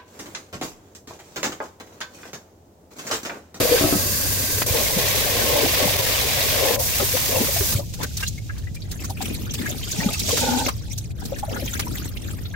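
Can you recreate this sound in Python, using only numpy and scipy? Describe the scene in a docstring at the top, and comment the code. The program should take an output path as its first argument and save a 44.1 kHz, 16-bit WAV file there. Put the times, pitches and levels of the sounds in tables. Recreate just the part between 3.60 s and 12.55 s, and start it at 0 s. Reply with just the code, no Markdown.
"""In a kitchen, a tap runs into a steel pot of grain in a steel sink: aerated jet, spray, jet again, then off.
The jet is hissing air, pattering drops, drumming steel and bubbles; foam fizzes after it as noisy drop hits.
The pot is poured off, swirled so that its base rubs on the sink, and poured again: showers of droplets and bubbles.
Plops are single sine bubbles, thumps and knocks damped tones, splashes and clacks short noise bursts.
A low drone of filtered noise and a wavering hum lies beneath."""
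import sys
import numpy as np
from scipy import signal
from scipy.fft import rfft, irfft, next_fast_len
from scipy.io import wavfile
from scipy.ndimage import uniform_filter1d

SR = 44100
rng = np.random.default_rng(int(sys.argv[2]) if len(sys.argv) > 2 else 0)


def store_pcm(level_fs):
    """Save levels as 16-bit WAV."""
    pcm = np.round(np.clip(level_fs, -1, 1) * 32767).astype(np.int16)
    wavfile.write(sys.argv[1], SR, np.atleast_2d(pcm).T)


N = 394870
TIME = np.arange(N) / SR

# the tap runs as jet, spray, jet:
# opens_s, closes_s, opening_time_s, air_hiss_db, pot_drumming_db, churning_db
TAP_RUNS = [(0.0, 1.034, 0.00045, -24, -40.5, -38.5), (1.06, 3.16, 0.0038, -23.5, -32.5, -42.5),
            (3.184, 4.142, 0.021, -23, -43, -44.5)]
# tone of crackling droplets: pitch_hz, relative_level_db
FIZZ_TONE = [(1200, -28), (2500, -4.5), (4000, -1.5), (7000, 0), (9000, -13), (10500, -26), (15800, -37)]
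# tone of the finest spray: pitch_hz, relative_level_db
MIST_TONE = [(4000, -55), (8000, -8.5), (10300, -3), (12000, 3), (15800, -2.5)]


def from_db(db):
    """Decibels to gain."""
    return 10 ** (np.asarray(db) / 20)


def rms_one(x):
    """Scale to unit power."""
    return x / np.sqrt(np.mean(x ** 2) + 1e-20)


def add(out, start_s, sound):
    """Mix a short sound into out."""
    start = int(np.clip(start_s * SR, 0, N - 1))
    out[..., start:start + sound.shape[-1]] += sound[..., :N - start]


def held(start, stop, attack_s, release_s):
    """Envelope that rises from start, holds, and decays after stop with the time constant release_s."""
    attack = np.clip((TIME - start) / attack_s, 0, 1)
    return attack * np.exp(-np.maximum(0, TIME - stop) / release_s)


def gains(rows, fade_s=0.0054):
    """One gain curve per dB column, dying quickly outside the rows' span."""
    s, *columns = np.transpose(rows)
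    outside_s = np.maximum(0, np.maximum(s[0] - TIME, TIME - s[-1]))
    gate = np.exp(-outside_s / fade_s)
    return [gate * from_db(np.interp(TIME, s, c)) for c in columns]


def swells(rows):
    """Bell-shaped swells from rows (centre_s, length_s, level_db, ..): one gain curve per dB column."""
    power = 0
    for s, length, *db in rows:
        bell = np.exp(-np.minimum(4 * (TIME - s) / length, 8) ** 2)
        power = power + np.outer(from_db(db) ** 2, bell)
    return np.sqrt(power)


def drift(rate):
    """Slow random wander with spread 1, through 2 * rate points a second."""
    knots = rng.standard_normal(8192)
    return rms_one(np.interp(TIME * rate * 2, np.arange(len(knots)), knots))


def colour(x, spectrum):
    """Smooth equaliser through (Hz, dB) points."""
    size = next_fast_len(N + 4096)
    hz, db = np.transpose(spectrum)
    bins = np.arange(size // 2 + 1) * SR / size
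    gain = from_db(np.interp(np.log(bins + 1), np.log(hz), db))
    return irfft(rfft(x, size) * gain, size)[..., :N]


def band(x, low_hz, high_hz):
    """Second-order band-pass."""
    edges = [low_hz, min(high_hz, SR / 2 - 1)]
    return signal.sosfilt(signal.butter(2, edges, "band", fs=SR, output="sos"), x + 1e-18)


def resonate(x, modes):
    """Parallel resonances (Hz, width Hz, dB) of alternating sign; unit power."""
    out = 0
    for k, (hz, width, db) in enumerate(modes):
        r = np.exp(-np.pi * width / SR)
        poles = [1, -2 * r * np.cos(2 * np.pi * hz / SR), r * r]
        ringing = signal.lfilter([1 - r * r, 0, r * r - 1], poles, x + 1e-18)
        out = out + (-1) ** k * from_db(db) * ringing
    return rms_one(out)


def waver(x, depth_s, rate):
    """Water sloshing against the walls bends the pot's pitch up and down: a wandering time shift."""
    then = TIME + depth_s * drift(rate)
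    return np.array([np.interp(then, TIME, ear) for ear in x])


def impacts(per_s, spread_db, clump_db, clump_rate, direct=0.052):
    """Clumped drop hits, many small and few large: a central direct share, the rest reflected to each ear."""
    basin_t60_s = .03
    sizes = from_db(spread_db * np.minimum(rng.exponential(1, N), 4.5)) * rng.choice([-1, 1], N)
    landed = rng.random(N) < per_s / SR
    hits = rms_one(sizes * landed * from_db(clump_db * drift(clump_rate)))
    decay = from_db(-120 / (basin_t60_s * SR))   # acts on power, hence twice 60 dB
    lingering = signal.lfilter([1], [1, -decay], hits ** 2 + 1e-18)
    reflections = rms_one(np.sqrt(lingering) * rng.standard_normal((2, N)))
    return np.sqrt(direct) * hits + np.sqrt(1 - direct) * reflections


def bubble(hz, cycles, rise, place):
    """A sine that swells, dies 60 dB over its cycles and climbs near the surface; place (-1..1) shifts the ears."""
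    age = np.arange(int(cycles * SR / hz)) * hz / SR   # in cycles
    between_ears = place * min(hz / 550, np.pi / 2) * np.array([[1], [-1]])
    swell = age / (.16 * cycles)
    tone = np.sin(2 * np.pi * age * (1 + rise * age / cycles / 2) + between_ears)
    return tone * (swell * np.exp(1 - swell)) ** 2


def bubbles(low_hz, high_hz, cycles, rise, spread_db, count, rough=0.38, flutter_at_1khz_hz=170):
    """Bubbles of random time, size and place, roughened by reflections off moving water; steady unit power."""
    out = np.zeros((2, N))
    for when, size, loud, life, place in rng.random((count, 5)):
        strength = from_db(-spread_db * np.log(loud + 0.012))
        hz = low_hz * (high_hz / low_hz) ** size
        add(out, when * N / SR, strength * bubble(hz, cycles * (.5 + life), rise, 2 * place - 1))
    top_hz = flutter_at_1khz_hz * np.sqrt(low_hz / 1000)
    flutter = rms_one(band(rng.standard_normal((2, N)), 20, top_hz))
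    out = out * (1 + rough * flutter)
    power = np.mean(out ** 2, axis=0)
    return rms_one(out / np.sqrt(uniform_filter1d(power, SR // 3) + 0.029 * power.mean()))


def rings(rows, t60_at_1khz, size_law, rise, level_db, rough):
    """Single damped tones, longer when lower if size_law is above 0, with a rough halo of reflections."""
    out = np.zeros((2, N))
    for (s, hz, db), place in zip(rows, rng.uniform(-1, 1, len(rows))):
        t60 = t60_at_1khz * (1000 / hz) ** size_law
        tone = bubble(hz, t60 * hz, rise, place)
        noise = band(rng.standard_normal((2, SR // 2)), hz * 0.79, hz * 1.23)
        halo = rms_one(noise)[:, -tone.shape[1]:] * abs(signal.hilbert(tone))
        add(out, s - t60 / 20, from_db(db + level_db) * (tone + rough * halo))
    return out


def hollow(x, depth, sway=0.016, sway_hz=1.7):
    """Close echoes carve notches into the hiss, which shift as the pot and its water move."""
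    # off the pot's base and walls: delay_s, strength
    pot_echoes = [(0.00083, 0.37), (0.00141, -0.34), (0.0023, .35), (0.0037, .3)]
    here = np.arange(N)
    out, power = x, 1
    for delay_s, strength in pot_echoes:
        then = here - delay_s * SR * (1 + sway * drift(sway_hz))
        out = out + strength * depth * np.array([np.interp(then, here, ear) for ear in x])
        power = power + (strength * depth) ** 2
    return out / np.sqrt(power)


def tap(hiss_db=1.0, fine_db=-9.5, glug_db=-4.0):
    """Air hisses in the jet; drops patter on the water, drum on the pot and drive bubbles under."""
    # air in the jet: pitch_hz, relative_level_db
    hiss_tone = [(1500, -62), (3500, -9.5), (4700, -4), (6500, -1.5), (8000, -4.5), (10300, -6.5),
                 (11800, -1), (15800, -3.5)]
    # drops on the water: pitch_hz, relative_level_db
    spatter_tone = [(600, -4), (1050, 0), (1330, -5), (2000, 2), (3300, 2.5), (5000, -0.5), (8000, -14),
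                    (15000, -18)]
    # spatter as the water moves about the pot: time_s, level_db
    spattering = [(0, -27), (.2, -25), (.43, -36), (1.0, -34), (1.1, -29), (1.17, -26), (1.33, -29.5),
                  (1.42, -24), (1.7, -26), (2.07, -24), (2.62, -25), (3.12, -25), (3.22, -35),
                  (3.35, -27.5), (3.49, -30), (3.57, -27), (3.68, -29.5), (3.78, -29), (4.15, -33)]
    # the water finds a new spot and digs in: centre_s, length_s, drumming_db, churning_db
    plunges = [(0.17, 0.76, -31.5, -30.5), (1.19, 0.13, -29, -34.5), (1.378, .05, -45, -27.5),
               (1.9, 0.59, -26.5, -33), (2.06, 0.11, -33, -25), (2.235, 0.13, -27.5, -28),
               (2.41, .14, -29.5, -42), (3.06, 0.36, -24.5, -38), (3.418, 0.039, -25, -30),
               (3.555, 0.031, -31, -25), (3.755, 0.21, -26, -34.5), (3.83, 0.076, -47, -28)]
    # the pot under drops: pitch_hz, width_hz, relative_level_db
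    pot_modes = [(496, 60, 1), (574, 85, 0.5), (693, 116, -6.5), (1075, 43, -6.5)]
    # the jet on still bare steel: pitch_hz, width_hz, relative_level_db
    bare_modes = [(1080, 53, 2), (1594, 130, 3.5), (2030, 140, -0.5), (2660, 160, 2.5), (4630, 460, 3),
                  (6950, 290, 3.5), (8470, 280, 1.5), (11800, 620, 4)]
    valve_close_s, pot_dies_s = 0.00097, 0.033   # time constants

    flowing, hiss, drum, churn = np.zeros((4, N))
    for opens, closes, opening_s, air_db, pot_db, deep_db in TAP_RUNS:
        valve = held(opens, closes, opening_s, valve_close_s)
        ringing = held(opens, closes, opening_s, pot_dies_s)
        flowing += valve
        hiss += valve * from_db(air_db)
        drum += ringing * from_db(pot_db)
        churn += ringing * from_db(deep_db)
    drum, churn = np.hypot([drum, churn], swells(plunges))
    # some flow still passes while the setting is switched
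    leak = from_db(-17) * (TIME < TAP_RUNS[-1][1])
    hiss = np.maximum(hiss, leak * hiss.max()) * from_db(0.25 * drift(2.3))
    spatter = np.maximum(flowing, leak) * gains(spattering)[0]
    first_jet = held(*TAP_RUNS[0][:3], pot_dies_s)
    last_jet = held(*TAP_RUNS[-1][:3], pot_dies_s)
    # bare steel rings ever less as the grain covers it: 3 dB per second
    bare = first_jet * from_db(-27 - 3 * TIME)
    # the last jet drives coarse bubbles into the full pot
    full = last_jet * from_db(-49)

    air = hollow(impacts(16000, 0.75, 1.0, 60, direct=0.016), depth=0.081 + 0.32 * first_jet)
    air = rms_one(colour(air, hiss_tone))
    steel = resonate(rng.standard_normal((2, N)), bare_modes)
    drops = rms_one(colour(impacts(5000, 2.9, 1.0, 50, direct=0.086), spatter_tone))
    fine = bubbles(1501, 5690, cycles=91, rise=0.042, spread_db=5.5, count=4000)
    pot = waver(resonate(impacts(1500, 0.95, 1.6, 15, direct=0.41), pot_modes), depth_s=0.00256, rate=5)
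    glugs = bubbles(399, 898, cycles=27, rise=0.071, spread_db=3.0, count=550, rough=0.35)
    deep = bubbles(215, 439.3, cycles=27, rise=0.097, spread_db=2.5, count=900)
    coarse = bubbles(806, 3300, cycles=29, rise=0.08, spread_db=7.0, count=900, rough=0.9)
    return (from_db(hiss_db) * hiss * air + bare * steel
            + spatter * (drops + from_db(fine_db) * fine)
            + drum * (pot + from_db(glug_db) * glugs)
            + churn * deep + full * coarse)


def rub(attack_s=0.029, release_s=0.022, shove_attack_s=0.0023, shove_release_s=0.032,
        chatter_hz=21, chatter_db=2.2):
    """Slips set pot and sink ringing; once full, the base sticks and slips in pulses at wavering pitches."""
    # the nearly empty pot is shoved under the tap: start_s, stop_s, level_db
    shoves = [(0.0, 0.11, -23.5), (0.117, 0.165, -21.5)]
    # the full pot's base rubs on the sink: start_s, stop_s, level_db
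    rubs = [(6.354, 6.493, -34), (6.807, 7.022, -22)]
    # ring of the shoved pot: pitch_hz, width_hz, relative_level_db
    push_modes = [(491.3, 17, 0)]
    # ring of the full pot on the sink: pitch_hz, width_hz, relative_level_db
    rub_modes = [(249.3, 9.8, 11.5), (535, 32, -0.5), (825, 55, 4), (903, 68, 0.5), (1473, 52, -7)]
    slips = impacts(700, 1.5, 1.5, 20, direct=.6)
    pulses = np.sin(2 * np.pi * chatter_hz * TIME + .6 * drift(5))
    chatter = rms_one(from_db(chatter_db * pulses))
    empty = sum(from_db(db) * held(start, stop, shove_attack_s, shove_release_s) for start, stop, db in shoves)
    full = sum(from_db(db) * held(start, stop, attack_s, release_s) for start, stop, db in rubs)
    full_ring = waver(resonate(slips, rub_modes), depth_s=0.0006, rate=12)
    return empty * resonate(slips, push_modes) + full * chatter * full_ring


def rumble(level_db=-32.5, side_db=-3.5, hum_db=-42):
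    """The kitchen's low background drone of noise, with a wavering hum from a narrow resonance."""
    # tone of the drone: pitch_hz, relative_level_db
    drone_tone = [(22, -13.5), (40, -10), (55, 2), (72, -1), (95, 2), (125, -2.5), (160, -7.5),
                  (260, -17.5), (400, -25.5), (800, -37), (1500, -93)]
    mid, side = rms_one(colour(rng.standard_normal((2, N)), drone_tone + [(4000, -68)]))
    hum = from_db(hum_db) * resonate(rng.standard_normal(N), [(94.7, 3, 0)])
    return from_db(level_db) * (mid + from_db(side_db) * side * np.array([[1], [-1]])) + hum


def knocks():
    """Each bump of the pot on the sink floor rings the modes at slightly different strengths and pitches."""
    # the nearly empty pot bumps: start_s, level_db
    bumps = [(0.003, -16.5), (0.211, -17.5), (0.239, -15), (0.326, -14)]
    # what pot and sink ring with: pitch_hz, t60_s, relative_level_db
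    knock_modes = [(153, 0.096, -9.5), (298, 0.16, 0), (371, 0.15, -3), (654, 0.2, -11.5),
                   (1090, 0.15, -17), (1273, 0.18, -15.5)]
    age = np.arange(SR // 4) / SR
    out = np.zeros((2, N))
    for s, db in bumps:
        chances = rng.uniform(-1.14, 1, (len(knock_modes), 3))
        for (hz, t60, mode_db), (louder, higher, place) in zip(knock_modes, chances):
            phase = 2 * np.pi * hz * (1 + .02 * higher) * age + place * np.array([[.5], [-.5]])
            add(out, s, from_db(db + mode_db + 2 * louder - 60 * age / t60) * np.sin(phase))
    return out


def thumps():
    """Dull knocks of water and pot on the sink: low tones of steady pitch that die at once."""
    # time_s, pitch_hz, level_db before the common trim
    thump_rows = [(0.243, 95, -15.5), (0.352, 198, -16), (1.107, 99, -13), (1.365, 183, -14),
                  (2.042, 267, -14), (2.255, 190, -16.5), (3.807, 235, -12.5), (4.009, 399, -17.5),
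                  (4.006, 70.4, -15), (4.151, 96, -9.5), (6.03, 300, -22), (6.386, 170, -15.5),
                  (6.46, 208, -10.5), (7.064, 266, -15.5)]
    return rings(thump_rows, t60_at_1khz=0.042, size_law=0, rise=0, level_db=-1.5, rough=0.3)


def clacks(decay_s=0.0045, low_hz=350, high_hz=3200):
    """A hard snap of noise that dies within milliseconds, as the spray head is switched and handled."""
    # start_s, level_db
    clack_rows = [(1.0194, -14.5), (3.162, -27), (4.008, -21.5)]
    snaps = sum(from_db(db) * held(s, s, 1 / SR, decay_s) for s, db in clack_rows)
    noise = rng.standard_normal((2, N)) + rng.standard_normal(N)   # partly shared by the ears
    return snaps * rms_one(band(noise, low_hz, high_hz))


def plops():
    """Single large bubbles: tones whose pitch climbs as they ring."""
    # time_s, starting_pitch_hz, level_db before the common trim
    plop_rows = [(1.146, 466, -19), (3.198, 515, -21.5), (3.202, 904, -25.5), (3.396, 573, -20.5),
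                 (3.398, 1270, -24.5), (3.422, 384, -18), (3.539, 496, -23), (3.766, 513.2, -17),
                 (3.882, 547, -23), (3.961, 680, -21), (4.191, 548, -23.5), (4.435, 1525, -26),
                 (4.626, 1580, -23.5), (4.631, 2738, -23), (4.665, 3990, -24.5), (4.778, 2140, -36.5),
                 (4.895, 1620, -27), (5.07, 1950, -36), (5.163, 2350, -37), (5.392, 2590, -38),
                 (5.44, 1342, -33), (5.498, 775, -27), (5.605, 764, -24.5), (5.698, 2460, -32),
                 (5.894, 3230, -31), (5.982, 3420, -30), (6.019, 1750, -30), (6.058, 1665, -23),
                 (6.07, 2120, -27), (6.229, 3080, -26), (6.402, 1870, -24), (6.43, 2350, -25),
                 (6.539, 2610, -24), (6.596, 3900, -23), (6.7, 1060, -26), (6.728, 471, -18.5),
                 (6.828, 483, -20), (7.073, 540, -24), (7.083, 1066, -20), (7.721, 543, -20.5),
                 (7.83, 803, -20.5), (7.833, 1440, -41), (7.88, 635, -29), (7.915, 517, -27),
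                 (7.955, 840, -32), (8.02, 560, -29.5), (7.963, 1420, -27), (8.076, 2390, -30),
                 (8.076, 3150, -29.5), (8.131, 1415, -30.5), (8.15, 1640, -28), (8.219, 3100, -30),
                 (8.266, 960, -29.5), (8.855, 3700, -33), (8.94, 1620, -27)]
    return rings(plop_rows, t60_at_1khz=0.052, size_law=0.08, rise=0.054, level_db=-2.0, rough=0.5)


def stray_drops():
    """A drop of spray on the microphone is one very short, dry spike."""
    # time_s, peak_db
    drop_rows = [(2.3694, 4.5), (2.4123, 1.5), (2.454, -1)]
    out = np.zeros((2, N))
    for s, db in drop_rows:
        add(out, s, from_db([db]))
    return out


def splashes(swell_s=0.0086, body_db=-5.5, spray_db=-4.0, treble_db=-1.0):
    """Each splash is a short shower of droplets: bright spray over a body below about 3 kHz."""
    # time_s, spray_level_db, body_level_db, both before the common trims
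    splash_rows = [(3.568, -20, -22.5), (4.338, -28.5, -37), (4.431, -20.5, -31), (4.571, -21.5, -38),
                   (4.6047, -25, -31), (4.629, -26, -30), (4.676, -23, -55), (4.982, -37, -46),
                   (5.147, -32.5, -45), (5.314, -26, -39), (5.445, -27.5, -37), (5.497, -27.5, -58),
                   (5.615, -27, -29), (5.938, -21.5, -34), (6.312, -23.5, -56), (6.531, -21.5, -54),
                   (6.594, -18.5, -45), (6.6894, -19, -24), (6.772, -15.5, -17), (7.085, -20, -19.5),
                   (7.378, -25.5, -47), (7.654, -27, -48), (7.786, -29, -39), (8.195, -19, -21.5)]
    age = np.arange(SR // 8) / SR / swell_s
    shower = (age * np.exp(1 - age)) ** 2
    body, spray = np.zeros((2, N))
    for s, high_db, low_db in splash_rows:
        add(body, s - swell_s / 2, from_db(low_db + body_db) * shower)
        add(spray, s - swell_s / 2, from_db(high_db + spray_db) * shower)
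    hits = impacts(4500, 1.2, .5, 83)
    bright = colour(hits, [(1500, -26), (4000, 6.5), (7000, 5.0), (10000, treble_db)])
    return body * rms_one(band(hits, 340, 3100)) + spray * rms_one(bright)


def foam(mist_db=-7, first_mist_db=-45, first_mist_s=0.16, rises_s=0.51, foam_db=-31.5, fades_db_per_s=22.5):
    """Foam left by the tap wells up and fizzes away as countless tiny bubbles burst."""
    age = TIME - TAP_RUNS[-1][1]
    level = np.clip(age / rises_s, 0, 1) * from_db(foam_db - fades_db_per_s * age)
    pops = impacts(7000, 3.5, 1.5, 25, direct=.08)
    # the smallest bubbles burst first
    finest = from_db(first_mist_db) * (age > 0) * np.exp(-abs(age) / first_mist_s)
    mist = np.hypot(level * from_db(mist_db), finest)
    return level * rms_one(colour(pops, FIZZ_TONE)) + mist * rms_one(colour(pops, MIST_TONE))


def stirring(uneven_db=1.5, uneven_hz=12):
    """Strength of spray, fizz, trickle and gurgle from pours, swirl and sloshes; the poured flow is uneven."""
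    # flow over the rim, one list per pour: time_s, level_db
    pours = [
        [(5.2, -52.5), (5.45, -42), (5.55, -47), (5.63, -36.5), (5.8, -39), (5.87, -44), (5.96, -38.5),
         (6.1, -33), (6.22, -40)],
        [(7.56, -50.5), (7.64, -45), (7.9, -44.5), (7.98, -39), (8.2, -40), (8.35, -38.5), (8.55, -46),
         (8.7, -41.5), (8.94, -48.5)],
    ]
    # vigour of the swirl between the pours: time_s, level_db
    swirl = [(6.22, -34.5), (6.42, -27), (6.52, -31.5), (6.63, -29), (6.71, -20.5), (6.8, -23),
             (7.02, -26.5), (7.125, -40), (7.52, -47)]
    # a wave slaps the wall of pot or sink: centre_s, length_s, fizz_db, trickle_db, gurgle_db
    sloshes = [(4.16, 0.14, -32, -34, -30), (4.425, 0.089, -40, -23.5, -27), (4.61, 0.16, -43, -32, -54),
               (4.98, 0.25, -63, -40.5, -54), (5.72, 0.17, -44, -45, -47), (6.44, 0.21, -47, -34, -28.5),
               (7.075, 0.048, -38, -28, -24), (7.63, 0.062, -48, -39, -32), (7.96, 0.16, -55, -35, -27),
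               (8.13, 0.25, -38.5, -39, -58)]
    # given off against the motion's own level: finest_spray_db, fizz_db, trickle_db, gurgle_db
    pour_mix = (-3.5, -2.5, 1.5, -3.5)
    # the same for the swirl: finest_spray_db, fizz_db, trickle_db, gurgle_db
    swirl_mix = (-10.5, -2, -11, -7.5)
    flow = sum(gains(rows)[0] for rows in pours) * from_db(uneven_db * drift(uneven_hz))
    fizz, trickle, gurgle = swells(sloshes)
    parts = [np.outer(from_db(pour_mix), flow),
             np.outer(from_db(swirl_mix), gains(swirl)[0]),
             [from_db(-1) * fizz, fizz, trickle, gurgle]]
    return np.linalg.norm(parts, axis=0), flow


def showers(per_s, spread_db, swell_s, wash):
    """Envelope of a stream that breaks into little showers of droplets over a steady wash; unit power."""
    step = 16   # samples per envelope point
    size = N // step + 1
    strengths = from_db(spread_db * np.minimum(rng.exponential(1, size), 2.5))
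    starts = (rng.random(size) < per_s * step / SR) * strengths
    r = np.exp(-step / (swell_s * SR))
    bursts = rms_one(signal.lfilter([1], np.poly([r, r, r]), starts + 1e-12))
    return np.repeat(rms_one(np.hypot(wash, bursts)), step)[:N]


def droplets(per_s, spread_db, swell_s, wash, count=18):
    """Droplets of each size sound in their own narrow range and come in their own showers."""
    crackle = [impacts(4500, 1.8, 0.68, 18, direct=0.041) for _ in range(2)]
    edges = np.linspace(np.sqrt(800), np.sqrt(16500), count + 1) ** 2
    out = 0
    for k in range(count):
        out = out + band(crackle[k % 2], edges[k], edges[k + 1]) * showers(per_s, spread_db, swell_s, wash)
    return rms_one(out)


def pour(mist_db=-0.5, ping_db=-10.5, trickle_db=-8.0, patter_db=-4.5,
         slosh_db=-3.5, gurgle_db=-6.5, floor_drum_db=2.5):
    """Moving water breaks on the steel into droplets and ringing bubbles; the pours drum on the sink floor."""
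    (mist, fizz, trickle, gurgle), flow = stirring()
    # the stronger the flow, the more the single grains merge into an even wash
    grainy = 1 / np.hypot(1, fizz / from_db(-31))
    merged = np.sqrt(1 - grainy ** 2)
    wash = impacts(9000, 2.2, 1.2, 25, direct=.08)
    grains = droplets(per_s=32, spread_db=3.0, swell_s=0.0027, wash=0.4)
    grains = grains * showers(per_s=28, spread_db=2.5, swell_s=0.0041, wash=0.97)
    spray = grainy * grains + merged * wash

    pings = bubbles(3020, 8370, cycles=150, rise=0.073, spread_db=-0.5, count=1500,
                    rough=0.7, flutter_at_1khz_hz=240)
    drips = bubbles(1300, 4300, cycles=88, rise=0.067, spread_db=6.0, count=1500,
                    rough=1.2, flutter_at_1khz_hz=174)
    patter = rms_one(colour(spray, [(600, 1), (1200, -5), (2000, 0), (3300, -2.0), (6000, -23)]))
    slosh = rms_one(band(impacts(400, 3.8, 2.4, 13, direct=0.14), 175, 321))
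    gurgles = bubbles(400, 1400, cycles=32, rise=0.08, spread_db=3.5, count=1100, rough=0.7)
    drips = 0.9 * np.hypot(grainy, 0.4) * drips
    slosh_level = np.hypot(gurgle * from_db(slosh_db), flow * from_db(floor_drum_db))
    return (from_db(mist_db) * mist * rms_one(colour(spray, MIST_TONE))
            + fizz * (rms_one(colour(spray, FIZZ_TONE)) + from_db(ping_db) * pings)
            + trickle * from_db(trickle_db) * (drips + from_db(patter_db) * patter)
            + slosh_level * slosh + from_db(gurgle_db) * gurgle * gurgles)


def ticks(swell_s=0.0046, width_hz=850, level_db=-5.0):
    """Each drop on the steel gives a short, rough ring in a narrow range that the sink's reflections smear."""
    # start_s, pitch_hz, level_db before the common trim
    tick_rows = [(4.567, 6120, -28), (4.678, 6700, -23), (5.218, 4225, -32), (5.449, 6400, -28),
                 (5.907, 6100, -25), (6.314, 6700, -19.5), (7.378, 6040, -26), (8.455, 8100, -32)]
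    age = np.arange(SR // 16) / SR / swell_s
    out = np.zeros((2, N))
    for s, hz, db in tick_rows:
        noise = band(rng.standard_normal((2, SR // 8)), hz - width_hz / 2, hz + width_hz / 2)
        ring = rms_one(noise)[:, -len(age):]
        add(out, s, from_db(db + level_db) * age * np.exp(1 - age) * ring)
    return out


def kitchen(x, t60=0.15, tail_db=-14):
    """The room's faint tail of decaying noise, different at each ear."""
    age = np.arange(SR // 3) / SR
    echoes = rms_one(rng.standard_normal((2, len(age))) * from_db(-60 * age / t60)) / np.sqrt(len(age))
    return x + from_db(tail_db) * signal.fftconvolve(x, echoes, axes=1)[:, :N]


def limiter(x, limit_db=-3.5, release_db_per_s=417):
    """The gain drops at once on a peak and recovers at a steady rate."""
    over = np.maximum(0, 20 * np.log10(abs(x).max(axis=0) + 1e-9) - limit_db)
    recovery = release_db_per_s * TIME
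    return x * from_db(recovery - np.maximum.accumulate(over + recovery))


def scene():
    """Water and pot sound in the kitchen; stray drops and the drone stay without the room's tail."""
    water = tap() + plops() + splashes() + foam() + pour() + ticks()
    steel = rub() + knocks() + thumps() + clacks()
    return kitchen(water + steel) + stray_drops() + rumble()


def record(dry):
    """Each microphone port has its own colour; a limiter ducks after peaks; the top is cut."""
    # difference between the ports: pitch_hz, left_minus_right_db
    balance = [(100, 0.5), (560, 4.5), (900, 2), (1350, 5.5), (2200, 3), (3200, 0), (5000, -2), (7600, -2),
               (9000, -9.5), (10500, 0.5), (11700, 0.5), (13000, -4), (15000, 10)]
    ports = np.array([colour(x, [(hz, sign * db / 2) for hz, db in balance]) for x, sign in zip(dry, (1, -1))])
    low_pass = signal.ellip(12, .1, 80, 15750, fs=SR, output="sos")   # cutoff in Hz
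    return signal.sosfilt(low_pass, limiter(ports))


dry = scene()
out = record(dry)
store_pcm(out)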